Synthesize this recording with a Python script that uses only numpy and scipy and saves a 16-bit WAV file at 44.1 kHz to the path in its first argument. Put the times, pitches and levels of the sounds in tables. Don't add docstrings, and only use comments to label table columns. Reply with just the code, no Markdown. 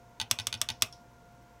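import sys
import numpy as np
from scipy import signal
from scipy.fft import rfft, irfft, next_fast_len
from scipy.io import wavfile
from scipy.ndimage import uniform_filter1d, map_coordinates

SR = 44100
rng = np.random.default_rng(int(sys.argv[2]) if len(sys.argv) > 2 else 0)


def store_wav(level_fs):
    pcm = np.round(np.clip(np.atleast_2d(level_fs), -1, 1) * 32767)
    wavfile.write(sys.argv[1], SR, pcm.T.astype(np.int16))


N = 70560
ATTACK_S = .0001

# start in seconds, level in dB, table thump in dB.
PRESSES = [(.3120, 0.5, -35.5), (0.4697, -6, -42), (0.6152, -2.5, -42), (0.822, 2, -36)]
RETURNS = [(0.1998, 1.5, -45.5), (0.2136, 1, -37), (0.2239, -13, -64.5), (0.3878, -1.5, -41),
           (0.3985, -3.5, -41), (.4065, -11.5, -51), (0.5269, 0, -47.5), (0.5404, -3, -39.5),
           (0.55, -11.5, -45.5), (.6881, 2, -42), (0.7016, -1, -37)]
# frequency in Hz, level in dB.
SPRING_SPECTRUM = [(1500, -30.5), (3350, -7.5), (4300, -8.5), (5480, 2.5), (6400, -9.5), (7500, -17),
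                   (11000, -22.5), (13000, -31.5)]


def amp(db):
    return 10 ** (np.asarray(db) / 20)


def along(points, hz):
    f, v = np.transpose(points)
    return np.interp(np.log(hz + 1), np.log(f + 1), v)


def filtered(x, response):
    m = next_fast_len(len(x) + SR // 2)
    return irfft(rfft(x, m) * response(np.fft.rfftfreq(m, 1 / SR)), m)[:len(x)]


def coloured(x, spectrum):
    m = next_fast_len(2 * len(x), real=True) * 2
    z = rfft(x, m)
    power = np.abs(uniform_filter1d(np.abs(z) ** 2, size=int(250 * m / SR)))
    gain = amp(along(spectrum, np.fft.rfftfreq(m, 1 / SR))) / np.sqrt(power + 1e-12)
    cepstrum = irfft(np.log(gain), m)
    causal_response = np.exp(rfft(2 * cepstrum[:m // 2], m))
    y = irfft(z * causal_response, m)[:len(x)]
    return y / np.linalg.norm(y)


def noise(spectrum):
    x = filtered(rng.standard_normal(N), lambda hz: amp(along(spectrum, hz)))
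    return x / x.std()


def wobble(rate):
    knots = rng.standard_normal(int(N * rate / SR) + 4)
    return map_coordinates(knots, [np.arange(N) * rate / SR])


def fade(t, t60):
    return np.exp(-np.log(1000) * t / t60)


def at(s, x):
    return np.pad(x, (round(s * SR), N))[:N]


def ring(modes, rise_s=ATTACK_S):
    t = np.arange(SR // 3) / SR
    tone = sum((-1) ** k * amp(db) * fade(t, t60) * np.sin(2 * np.pi * hz * t)
               for k, (hz, db, t60) in enumerate(modes))
    return tone * (1 - np.exp(-t / rise_s))


def burst(spectrum, db, t60):
    t = np.arange(SR // 3) / SR
    envelope = fade(t, t60) * (1 - np.exp(-t / ATTACK_S))
    return amp(db) * np.linalg.norm(envelope) * coloured(envelope * rng.standard_normal(len(t)), spectrum)


def lever(blows, metal, base_spectrum, base_db):
    return sum(at(s, amp(db) * in_room(metal + burst(base_spectrum, base_db, t60=.051)))
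               for s, db, _ in blows)


def contact():
    # frequency in Hz, level in dB, T60 in seconds.
    modes = [(640, -18, 0.076), (1184, -15, 0.056), (2583, -5, 0.038), (2799, -5, 0.036), (3423, 2, 0.033),
             (3736, -3, 0.031), (4021, -4, 0.03), (4468, -4, 0.029), (5060, -2, 0.027), (5399, 0, 0.026),
             (5695, 0, 0.025), (6400, -1, 0.024), (7789, -1, 0.022), (8155, -2, 0.021), (9162, -3, 0.02),
             (11191, -5, 0.018)]
    # frequency in Hz, level in dB.
    crack_spectrum = [(200, -36), (600, -22), (1200, 0.5), (2200, -11.5), (3300, 4.5), (4200, -10),
                      (5600, 0.5), (6400, 3), (7050, -7.5), (7800, 4.5), (9200, -3), (10000, -12.5),
                      (11000, -5), (12300, -14), (13700, -2), (15000, -14.5)]
    base_spectrum = [(150, -8), (400, -2), (1200, -13), (2200, 5.5), (3000, 2.5), (5500, 3.5), (9000, -5),
                     (15000, -18)]
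    metal = amp(-25.5) * ring(modes) + burst(crack_spectrum, db=-12.5, t60=.0081)
    return lever(PRESSES, metal, base_spectrum, base_db=-27.5)


def back_stop():
    # frequency in Hz, level in dB, T60 in seconds.
    modes = [(882, -9, 0.065), (1512, -8, 0.049), (1964, -10, 0.043), (2492, -6, 0.038), (2691, -5, 0.037),
             (2847, -4, 0.036), (3063, -5, 0.035), (3423, 0, 0.033), (3725, 1, 0.031), (4570, 1, 0.028),
             (5216, -4, 0.027), (6314, -3, 0.024), (9027, -11, 0.02), (9797, -7, 0.019)]
    # frequency in Hz, level in dB.
    crack_spectrum = [(300, -19), (1200, -25), (2500, 0), (3800, 6), (5200, -1), (6400, -2), (7300, -10.5),
                      (9800, -5.5), (10800, -25), (14000, -19), (16000, -29.5)]
    base_spectrum = [(150, 0.5), (500, -9.5), (900, 3), (1300, -8), (3000, 3.5), (5500, -2.5),
                     (9500, -14.5), (15000, -20)]
    metal = amp(-33) * ring(modes) + burst(crack_spectrum, db=-25, t60=.01)
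    return lever(RETURNS, metal, base_spectrum, base_db=-35.5)


def spring():
    # start in seconds, level in dB.
    pings = [(0.4154, -1.5), (.5745, -7), (0.7175, 0), (0.9256, 0.5)]
    # frequency in Hz, level in dB, T60 in seconds.
    modes = [(3360, -17, 0.042), (5430, -4, 0.038), (5540, -15.5, 0.026), (6390, -16, 0.036),
             (9130, -18, 0.02), (11050, -15.5, 0.015)]
    tone = amp(-37) * ring(modes)
    sound = np.zeros(N)
    for s, db in pings:
        tick = burst(SPRING_SPECTRUM, db=-51.5, t60=.035)
        buzz = burst(SPRING_SPECTRUM, db=-55.5, t60=.25)
        sound += at(s, amp(db) * in_room(tone + tick + buzz))
    return sound


def table_top():
    # frequency in Hz, level in dB, T60 in seconds.
    modes = [(112.4, 1.5, 0.14), (84, -4.5, 0.088), (238.6, -6.5, 0.13)]
    thump = ring(modes, rise_s=.0064)
    return sum(at(s + .0011, amp(db) * thump) for s, _, db in PRESSES + RETURNS)


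def pivot():
    return sum(at(s - .012, amp(db) * burst(SPRING_SPECTRUM, db=-57.5, t60=.12)) for s, db, _ in PRESSES)


def in_room(x):
    # frequency in Hz, T60 in seconds.
    decay_times = [(200, 0.13), (1000, 0.19), (3000, 0.16), (6000, .19), (14000, 0.14)]
    # frequency in Hz, level in dB.
    spectrum = [(100, 6), (700, 15), (1500, 8), (2700, 9.5), (3500, 0), (6000, -2.5), (9000, -2.5),
                (14000, 1.5)]
    hz, t, bands = signal.stft(rng.standard_normal(SR // 3), SR, nperseg=256)
    tail = signal.istft(bands * fade(t, along(decay_times, hz)[:, None]), SR, nperseg=256)[1]
    build_up = 1 - np.exp(-np.arange(len(tail)) / SR / .0018)
    tail = coloured(tail * build_up, spectrum)
    return at(0, x) + amp(-15) * at(.004, signal.fftconvolve(x, tail))


def mains_hum():
    # frequency in Hz, rms level in dB.
    partials = [(59.8, -67.5), (119.8, -64), (240, -73), (511, -74.5), (703.3, -62.5), (1406.6, -70.5)]
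    waver_db, waver_rad = 1.5, .12
    t = np.arange(N) / SR
    hum = np.zeros(N)
    for hz, db in partials:
        peak = np.sqrt(2) * amp(db + waver_db * wobble(8))
        phase = 2 * np.pi * (hz * t + rng.random()) + waver_rad * wobble(8)
        hum += peak * np.sin(phase)
    return hum


def room_air():
    # frequency in Hz, relative spectral density in dB.
    air_spectrum = [(15, -29.5), (25, -11.5), (59, -3), (90, -11), (123, -3.5), (429, -14.5), (470, -9),
                    (564, -13.5), (691, -14), (757, -21.5), (926, -8), (1260, -23.5), (1360, -17),
                    (2000, -27), (2600, -41.5), (4400, -120)]
    hiss_spectrum = [(1200, -50), (2000, -2), (2500, -4.5), (3200, -7), (4800, -9.5), (6000, -7),
                     (8000, -12.5), (10000, -17), (15500, -17)]
    return amp(-59.5) * noise(air_spectrum) + amp(-70) * noise(hiss_spectrum)


def interference():
    # frequency in Hz, level in dB.
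    spectrum = [(6000, -25), (10000, 3.5), (13000, 12.5), (16000, -9.5)]
    first_s, period_s = .0952, .1024
    return sum(at(s, burst(spectrum, db=-62, t60=.004)) for s in np.arange(first_s, N / SR, period_s))


def scene():
    key = contact() + back_stop() + spring() + table_top() + pivot()
    return (key + mains_hum() + room_air() + interference())[None]


def record(dry):
    cutoff_hz = 15950
    return filtered(dry[0], lambda hz: 1 / (1 + (hz / cutoff_hz) ** 120))[None]


dry = scene()
out = record(dry)
store_wav(out)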